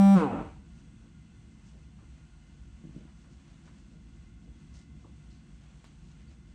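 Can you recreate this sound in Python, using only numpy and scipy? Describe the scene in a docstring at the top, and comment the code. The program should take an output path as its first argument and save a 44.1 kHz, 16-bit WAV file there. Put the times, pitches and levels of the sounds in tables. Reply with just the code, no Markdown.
"""A vacuum sealer finishes a bag

A vacuum sealer on a wooden counter pulls the last air from a food bag. Its diaphragm pump buzzes
under load, is switched off and coasts to rest with clattering valves, puffs of air and a last rattle.
Then the quiet room rumbles and hisses. Soft blows ring the counter, the plastic ticks and snaps,
and the bag rustles and squeaks as it settles."""
import sys
import numpy as np
from scipy import signal
from scipy.fft import rfft, irfft
from scipy.io import wavfile
from scipy.ndimage import uniform_filter1d

SR = 44100
rng = np.random.default_rng(int(sys.argv[2]) if len(sys.argv) > 2 else 0)


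def generate_wav(sig):
    """Save sig (samples, or channels by samples) to the path in sys.argv[1] as 16-bit PCM at SR."""
    pcm = np.round(np.clip(np.atleast_2d(sig).T, -1, 1) * 32767).astype(np.int16)
    wavfile.write(sys.argv[1], SR, pcm)


N = 288414
TIME = np.arange(N) / SR


def from_db(db):
    """Turn decibels into a number to multiply by."""
    return 10 ** (np.asarray(db) / 20)


def rms_one(x):
    """Scale a sound so that its average power is 1."""
    return x / np.sqrt(np.mean(x ** 2) + 1e-20)


def cut(x, hz, order, keep="low"):
    """Keep the low or the high side of a sound; a higher order cuts more steeply."""
    return signal.sosfilt(signal.butter(order, hz, keep, fs=SR, output="sos"), x + 1e-18)


def db_at(colour, hz):
    """Read a level between the rows of a colour table, which says how strong each frequency is."""
    known_hz, db = np.transpose(colour)
    return np.interp(np.log(hz), np.log(known_hz), db)


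def noise(colour):
    """Steady noise of power 1 in the given colour, falling steeply past both ends of the table."""
    hz = np.maximum(np.fft.rfftfreq(N, 1 / SR), 1)
    octaves_outside = np.abs(np.log2(hz / np.clip(hz, colour[0][0], colour[-1][0])))
    gain = from_db(db_at(colour, hz) - 74 * octaves_outside)
    return rms_one(irfft(rfft(rng.standard_normal(N)) * gain, N))


def resonate(x, hz, width_hz):
    """A resonance: it lets through the sound near one frequency."""
    r = np.exp(-np.pi * width_hz / SR)
    feedback = [1, -2 * r * np.cos(2 * np.pi * hz / SR), r * r]
    return signal.lfilter(np.array([1, 0, -1]) * (1 - r * r) / 2, feedback, x + 1e-18)


def ring(clicks, hz, fade_s):
    """Each click starts a tone that drops 60 dB in fade_s."""
    r, w = np.exp(-np.log(1000) / (fade_s * SR)), 2 * np.pi * hz / SR
    return signal.lfilter([0, np.sin(w)], [1, -2 * r * np.cos(w), r * r], clicks + 1e-18)


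def since(start_s):
    """Seconds since the start, and 0 before it."""
    return np.maximum(TIME - start_s, 0)


def dying(start_s, fade_s):
    """Jump to 1, then die away. A fade time is the time it takes to drop 60 dB."""
    return (TIME >= start_s) * np.exp(-np.log(1000) * since(start_s) / fade_s)


def ramp(start_s, length_s):
    """Rise evenly from 0 to 1."""
    return np.clip((TIME - start_s) / length_s, 0, 1)


def drift(per_s):
    """Wander at random, mostly between -1 and 1."""
    points = rng.standard_normal(int(N / SR * per_s) + 2)
    return np.interp(TIME * per_s, np.arange(len(points)), points)


def room(x, echo_db, wall_hz=5000):
    """Add a smooth wash of echoes, dulled by the walls."""
    tail = (rng.standard_normal(N) * dying(start_s=0.0033, fade_s=0.4))[:SR]
    tail = cut(tail / np.linalg.norm(tail), wall_hz, order=1)
    return x + from_db(echo_db) * signal.fftconvolve(x, tail)[:N]


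FULL_TURNS_PER_S, SWITCH_OFF_S = 196.9, 0.145


def motor_speed(drag_s=1.0, stop_s=0.585):
    """Share of full speed: steady until switched off, then slowed by drag until friction stalls it."""
    coast_s = stop_s - SWITCH_OFF_S
    coasted_s = np.minimum(since(SWITCH_OFF_S), coast_s)
    return np.maximum(1 - np.expm1(-coasted_s / drag_s) / np.expm1(-coast_s / drag_s), 0)


def pump_load(hold_s=0.019, release_s=0.025):
    """Share of full load, which lets go just after the switch."""
    return np.exp(-(since(SWITCH_OFF_S + hold_s) / release_s) ** 2)


def motor_tones(turns, rows):
    """Tones at whole multiples of the turning speed, made for the first second only."""
    out, angle = np.zeros(N), 2 * np.pi * turns[:SR]
    for multiple, db in rows:
        phase = rng.uniform(0, 2 * np.pi)
        out[:SR] += np.sqrt(2) * from_db(db) * np.sin(multiple * angle + phase)
    return out


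# The tones that stand out of the buzz. Each row: multiple of the motor speed, relative level in dB.
BUZZ_TONES = [(1, -1), (2, -47.5), (3, -21.5), (4, -18), (5, -29), (6, -31.5), (7, -33.5), (9, -39),
              (12, -39), (17, -46), (19, -45.5), (20, -47), (29, -44), (39, -48), (42, -49)]
# The colours of the other buzz tones, the valve clatter and the rushing air.
# Each row: frequency in Hz, relative level in dB.
BUZZ_COLOUR = [(1600, -44), (2200, -42), (2600, -48), (3100, -44), (4300, -57), (5900, -53), (6700, -60.5),
               (7600, -55.5), (9500, -57), (10000, -75), (14000, -63)]
VALVE_COLOUR = [(130, 10), (220, 0), (330, 7), (400, -11), (560, 2), (800, -3), (1300, -3), (1900, -9.5),
                (2800, -10.5), (4200, -34.5), (5000, -55), (8000, -23.5)]
AIR_COLOUR = [(2000, 11), (3000, 5.5), (4200, 1.5), (5000, -5), (6800, -5.5), (7900, -6), (9500, -7.5),
              (10500, -40), (15000, -25.5)]


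def loaded_pump(turns, level_db=-14.5, valve_db=-52, air_db=-50, uneven_db=2.5, flutter_db=1.0):
    """Fast, even strokes make a hum under a fluttering whine, which goes first when the power is cut."""
    levels = {k: db_at(BUZZ_COLOUR, k * FULL_TURNS_PER_S) + rng.normal(0, uneven_db)
              for k in range(1, 77)}
    levels.update(BUZZ_TONES)
    tones = list(levels.items())
    # The high tones flutter in six separate groups.
    whine = sum(motor_tones(turns, tones[7 + group::6]) * from_db(flutter_db * drift(per_s=45))
                for group in range(6))
    hum = motor_tones(turns, tones[:3])
    middle = motor_tones(turns, tones[3:7])
    driven = np.exp(-since(SWITCH_OFF_S) / 0.019)
    buzz = hum + driven * (middle + whine)
    rush = from_db(valve_db) * noise(VALVE_COLOUR) + from_db(air_db) * noise(AIR_COLOUR)
    return from_db(level_db) * pump_load() * (buzz + rush)


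# The colour of the room's rumble. Each row: frequency in Hz, relative level in dB.
RUMBLE_COLOUR = [(25, -47), (33, -28), (40, -5.5), (48, 4), (56, 2.5), (65, 7.5), (92, -14.5), (110, -4.5),
                 (127, -11.5), (152, -1.5), (175, -8.5), (225, -8), (257, -18.5), (274, -11), (295, -22),
                 (342, -17.5), (400, -37)]
# How its deep and upper parts swell. Each row: time in seconds, change of level in dB.
DEEP_SWELLS = [(0.6, 4.5), (0.75, 0.5), (1.2, -2.5), (1.6, -0.5), (2.1, 3.5), (2.4, -2), (2.6, 5),
               (2.85, 2), (3.1, 0.5), (3.7, -2.5), (4.1, 2.5), (4.95, 2.5), (5.1, 0.5), (5.35, 2),
               (5.87, -1), (6.15, 2)]
UPPER_SWELLS = [(0.6, 1.5), (1.5, 0), (2.05, 0.5), (2.35, -3.5), (2.6, -1), (3.3, -1), (4.0, 0.5),
                (4.25, -0.5), (4.6, 1), (5.1, 2), (5.85, -2), (6.1, 1.5), (6.5, -1.5)]


def rumble(level_db=-55, split_hz=95, steady_s=0.26):
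    """The building rumbles in the room's low resonances; the deep and upper parts swell separately."""
    out = 0
    for side, swells in (("low", DEEP_SWELLS), ("high", UPPER_SWELLS)):
        part = cut(noise(RUMBLE_COLOUR), split_hz, order=8, keep=side)
        steady = part / np.sqrt(uniform_filter1d(part ** 2, int(steady_s * SR)) + 1e-12)
        out += steady * from_db(level_db + np.interp(TIME, *np.transpose(swells)))
    return out


# The colour of the room's hiss. Each row: frequency in Hz, relative level in dB.
HISS_COLOUR = [(380, -2), (550, -3), (950, -0.5), (1250, -3), (1650, -3), (2250, -6), (2700, -1),
               (3750, -10.5), (4200, -6), (5200, -12.5), (6100, -6), (7200, -10), (8100, -5.5),
               (9000, -15.5), (10200, -25.5), (10800, -50)]
# The ringing in that hiss. Each row: frequency in Hz, width in Hz, relative level in dB.
HISS_RESONANCES = [(477, 20, 2), (721, 16, 1), (1095, 22, -1), (1423, 18, 4), (1507, 14, 1.5),
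                   (1765, 25, -6), (2058, 50, 0), (2645, 40, -6), (2950, 60, -7), (3345, 40, -5),
                   (3490, 40, -7)]


def room_hiss(hiss_db=-71, ringing_db=-74, hiss_sway_db=1.16, ringing_sway_db=2):
    """A faint hiss that the walls colour; its resonances come and go."""
    air = noise(HISS_COLOUR)
    ringing = 0
    for hz, width_hz, db in HISS_RESONANCES:
        gain = from_db(db - db_at(HISS_COLOUR, hz) + ringing_sway_db * drift(per_s=9))
        ringing += gain * resonate(air, hz, width_hz)
    hiss_gain = from_db(hiss_db + hiss_sway_db * drift(per_s=7.8))
    hiss = room(noise(HISS_COLOUR), echo_db=-10, wall_hz=12200)
    return hiss_gain * rms_one(hiss) + from_db(ringing_db) * rms_one(ringing)


def lingering_hum(level_db=-26):
    """The room holds the hum at its old pitch while the motor slows."""
    hum = motor_tones(FULL_TURNS_PER_S * TIME, [(1, level_db)])
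    return hum * (1 - pump_load()) * dying(SWITCH_OFF_S, fade_s=0.71)


def stutter(speed, slip_turns=0.045):
    """The turns by which the crank runs ahead or lags by chance, more so the slower it goes."""
    return slip_turns * (1 - speed) * drift(per_s=130)


# The resonances of the plastic case. Each row: frequency in Hz, width in Hz, boost in dB.
CASE_RESONANCES = [(293, 30, 4), (458, 16, 8), (557, 15, -2), (773, 68, 1.5), (950, 27, -3.5),
                   (1105, 28, -4.5), (1150, 67, -24.5), (1410, 330, -0.5), (2550, 84, 3.5)]


def through_case(x):
    """The plastic case passes on the sound near its own resonances."""
    return sum(from_db(db) * resonate(x, hz, width_hz) for hz, width_hz, db in CASE_RESONANCES)


# The tones of the shaking pump. Each row: multiple of the motor speed, relative level in dB.
SHAKE_TONES = [(1, -1.5), (2, 1.5), (3, 6.5), (4, 0), (5, -5), (6, 5), (7, 0.5), (8, -6.5), (9, -10.5),
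               (10, -12.5)]


def shake(turns, wobble_db=2.8, direct_db=-8, lost_to_rattle=0.5):
    """The pump shakes its case; its wavering tones swell as they slide through the resonances."""
    tones = [motor_tones(turns, [row]) * from_db(wobble_db * drift(per_s=35)) for row in SHAKE_TONES]
    upper = sum(tones[2:]) * (1 - lost_to_rattle * rattle_onset())
    shaking = sum(tones[:2]) + from_db(direct_db) * upper + through_case(tones[1] + upper)
    shaking /= np.linalg.norm([from_db(db) for _, db in SHAKE_TONES])
    return cut(shaking, hz=75, order=2, keep="high")   # a small case gives off little deep bass


def valve_clatter(flaps, case_db=-5):
    """The flapping valves make pulses of noise, heard directly and through the case."""
    knocks = flaps * noise(VALVE_COLOUR)
    return rms_one(knocks + from_db(case_db) * rms_one(through_case(knocks)))


def air_puffs(flaps, speed, vent_db=-49.5, hold_s=0.059, fade_s=0.25, puff_db=-61.5):
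    """Trapped air escapes at the switch, and the valves puff more weakly as the pump slows."""
    vent = from_db(vent_db) * np.exp(-np.log(1000) * since(SWITCH_OFF_S + hold_s) / fade_s)
    puffs = from_db(puff_db) * speed ** 0.68
    return np.hypot(vent, puffs) * flaps * noise(AIR_COLOUR)


def coasting_pump(turns, speed, shake_db=-27, clatter_db=-40.5):
    """The freed pump shakes, clatters and puffs, rocking hardest at the resonance of its mounts."""
    mount_hz, mount_width_hz, mount_db = 152.4, 4.8, 2.5
    rocking = from_db(mount_db / (1 + ((speed * FULL_TURNS_PER_S - mount_hz) / mount_width_hz) ** 2))
    loose = ramp(SWITCH_OFF_S, length_s=0.021)
    flaps = rms_one(np.exp(0.22 * np.cos(4 * np.pi * turns)))   # the valves flap twice a turn
    shaking = from_db(shake_db) * speed ** 1.1 * loose * shake(turns)
    clatter = from_db(clatter_db) * speed ** 1.3 * (1 - pump_load()) * valve_clatter(flaps)
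    return rocking * (shaking + clatter) + loose * air_puffs(flaps, speed)


def rattle_onset():
    """How far the rattle has set in, from 0 to 1."""
    return ramp(start_s=0.275, length_s=0.06)


# The colour of the rattle's knocks. Each row: frequency in Hz, relative level in dB.
RATTLE_COLOUR = [(190, 15.5), (300, 5), (420, 0.5), (600, 4.5), (850, 0.5), (1300, -3.5), (1800, -23.5),
                 (2700, -29), (4200, -27)]


def rattle(turns, level_db=-41, case_db=-6, uneven_db=2, scatter_s=0.0012, knock_s=0.0069):
    """The slow pump knocks loosely against its case twice a turn, until friction stalls it."""
    strokes = np.flatnonzero(np.diff(np.floor(2 * turns)))
    lateness, strength = rng.standard_normal((SR, 2))[:len(strokes)].T
    hits = np.abs(strokes + lateness * scatter_s * SR).astype(int)
    clicks = np.zeros(N)
    clicks[hits] = from_db(uneven_db * strength)
    bursts = signal.lfilter([1], [1, -np.exp(-1 / (knock_s * SR))], clicks + 1e-18)
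    knocks = cut(bursts * noise(RATTLE_COLOUR), hz=3000, order=4)
    fading = np.exp(-since(0.415) / 0.033)   # holds, then dies quickly
    return from_db(level_db) * rattle_onset() * fading * (knocks + from_db(case_db) * through_case(knocks))


# Soft scuffs. Each row: loudest moment in seconds, level in dB.
SCUFF_SWELLS = [(1.04, -69), (1.76, -68.5), (2.02, -70), (2.63, -87), (3.28, -71), (3.69, -72), (3.95, -68),
                (4.48, -69), (5.06, -66.5)]
# Their colour. Each row: frequency in Hz, relative level in dB.
SCUFF_COLOUR = [(330, -0.5), (480, -4), (650, -5.5), (900, -21)]


def scuffs(half_s=0.021):
    """Short, dull swells of rubbing just above the rumble."""
    peak_s, db = np.transpose(SCUFF_SWELLS)
    swells = np.exp(-0.5 * ((TIME - peak_s[:, None]) / half_s) ** 2)
    return (from_db(db) @ swells) * noise(SCUFF_COLOUR)


# The bag settling.
# Each row: loudest moment in seconds, half length in seconds, rub level in dB, crinkle level in dB.
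BAG_RUSTLES = [(1.677, .03, -90, -73.5), (2.178, .03, -73.5, -92), (2.985, 0.072, -73, -79),
               (3.217, 0.034, -84, -80), (3.328, 0.018, -78, -73), (3.39, 0.027, -78, -81),
               (3.506, 0.063, -74, -81), (3.666, 0.02, -70.5, -74), (4.781, 0.035, -71, -66.5),
               (5.55, 0.033, -86, -80), (5.67, 0.05, -71, -83), (6.11, 0.022, -73, -73.5),
               (6.21, 0.021, -71, -80), (6.316, 0.023, -71, -73)]
# The colours of rubbing and of crinkling film. Each row: frequency in Hz, relative level in dB.
RUB_COLOUR = [(550, 6.5), (900, -1), (1500, -2), (2100, 0.5), (3000, -3), (4000, -5.5)]
CRINKLE_COLOUR = [(2800, -7), (4500, 2), (6500, 1.5), (9000, -7), (10500, -31)]


def rustles(grain_db=3, stir_db=-83, stir_sway_db=4):
    """The bag's film rubs and crinkles in brief, grainy swells and stirs faintly in between."""
    peak_s, half_s, rub_db, crinkle_db = np.transpose(BAG_RUSTLES)
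    swells = np.exp(-0.5 * ((TIME - peak_s[:, None]) / half_s[:, None]) ** 2)
    stir = from_db(stir_db + stir_sway_db * drift(per_s=14))
    grains = from_db(grain_db * drift(per_s=400))
    return sum(np.hypot(from_db(db) @ swells, stir) * rms_one(noise(colour) * grains)
               for db, colour in ((rub_db, RUB_COLOUR), (crinkle_db, CRINKLE_COLOUR)))


# Ticks of the case and bag.
# Each row: start in seconds, level in dB, middle frequency in Hz, fade time in seconds.
PLASTIC_TICKS = [(1.987, -65.5, 880, 0.26), (3.075, -67.5, 1010, 0.28), (3.244, -64, 940, .08),
                 (3.675, -61, 1150, 0.15), (5.304, -69.5, 3960, 0.41), (5.846, -64.5, 3300, 0.18)]


def ticks(relative_width=0.65):
    """Each tick is a short burst of noise in one broad resonance of the plastic."""
    out = np.zeros(N)
    for start_s, db, hz, fade_s in PLASTIC_TICKS:
        band = resonate(rng.standard_normal(N), hz, relative_width * hz)
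        band = resonate(band, hz, 2 * relative_width * hz)
        out += from_db(db) * dying(start_s, fade_s) * rms_one(band)
    return cut(out, hz=9000, order=8)


# Dull blows on the counter. Each row: start in seconds, strength in dB, brightness in Hz.
COUNTER_BLOWS = [(2.836, -39, 377), (2.848, -38.5, 378), (2.867, -44, 380), (2.889, -40.5, 380),
                 (2.946, -46, 520), (2.96, -34, 430), (2.977, -38.5, 430), (3.01, -44.5, 600),
                 (3.048, -40.5, 320), (5.046, -44.5, 480)]
# The wood's own tones. Each row: frequency in Hz, relative level in dB, fade time in seconds.
COUNTER_TONES = [(146, 7, 0.13), (193, -14, 0.044), (231, 6, 0.056), (269, -6, 0.054), (328, 3, 0.07),
                 (417, -9, 0.039), (495, -9, 0.065), (590, -7, 0.073), (680, -10, 0.05)]


def bumps():
    """Soft blows ring the counter; the softer the contact, the rounder the knock."""
    blows = 0
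    for start_s, db, brightness_hz in COUNTER_BLOWS:
        click = from_db(db) * signal.unit_impulse(N, round(start_s * SR))
        blows += cut(click, brightness_hz, order=3)
    # Every other pair of tones starts by swinging the opposite way.
    wood = sum((-1) ** (k // 2) * from_db(db) * ring(blows, hz, fade_s)
               for k, (hz, db, fade_s) in enumerate(COUNTER_TONES))
    return wood / np.sqrt(len(COUNTER_TONES))


# Squeaks of the bag. Each row: start in seconds, level in dB, first pitch in Hz, pitch it nears in Hz.
BAG_SQUEAKS = [(5.042, -57.5, 1400, 740), (5.307, -69, 4600, 3950), (6.277, -69, 4750, 4350)]


def squeaks(rise_s=0.0029, length_s=0.022, fall_s=0.009):
    """The film slips with brief tones that drop in pitch as it goes slack."""
    out = np.zeros(N)
    for start_s, db, first_hz, low_hz in BAG_SQUEAKS:
        hz = low_hz + (first_hz - low_hz) * np.exp(-since(start_s) / fall_s)
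        loudness = from_db(db) * ramp(start_s, rise_s) * np.sqrt(1 - ramp(start_s, length_s))
        out += loudness * np.sin(2 * np.pi * np.cumsum(hz) / SR)
    return out


# A quick run of snaps. Each row: start in seconds, crack level in dB, ring level in dB.
PLASTIC_SNAPS = [(5.843, -52.5, -63), (5.8485, -55.5, -62), (5.8525, -61, -65), (5.861, -63, -76),
                 (5.869, -62, -78)]
# The plastic's own tones. Each row: frequency in Hz, relative level in dB, fade time in seconds.
PLASTIC_TONES = [(458, -3, .08), (680, -4, 0.033), (900, 2, 0.039), (1110, 1, .05), (1490, 2, .015),
                 (3004, -9, .03)]
# The colour of a crack. Each row: frequency in Hz, relative level in dB.
CRACK_COLOUR = [(600, 4), (2000, 1), (3500, -9), (6000, -5), (8500, -5), (10000, -20)]


def snaps():
    """Each contact is a dry, broad crack that leaves the plastic ringing briefly."""
    clicks, cracks = np.zeros(N), np.zeros(N)
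    for start_s, crack_db, ring_db in PLASTIC_SNAPS:
        clicks[round(start_s * SR)] += from_db(ring_db)
        cracks += from_db(crack_db) * dying(start_s, fade_s=0.0091)
    ringing = sum(from_db(db) * ring(clicks, hz, fade_s) for hz, db, fade_s in PLASTIC_TONES)
    return cracks * noise(CRACK_COLOUR) + ringing


def scene():
    """The pump close by, then the small sounds of the quiet room."""
    speed = motor_speed()
    turns = FULL_TURNS_PER_S * np.cumsum(speed) / SR
    pump = loaded_pump(turns) + lingering_hum()
    pump += room(coasting_pump(turns + stutter(speed), speed), echo_db=-9)
    pump += room(rattle(turns), echo_db=-5)
    counter = room(bumps(), echo_db=-7)
    small_sounds = room(ticks() + snaps() + scuffs() + rustles() + squeaks(), echo_db=-4.5)
    return (pump + counter + small_sounds + rumble() + room_hiss())[None]


def record(dry):
    """Cut away the very highest treble."""
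    return signal.sosfilt(signal.cheby2(12, 70, 16000, fs=SR, output="sos"), dry)


dry = scene()
out = record(dry)
generate_wav(out)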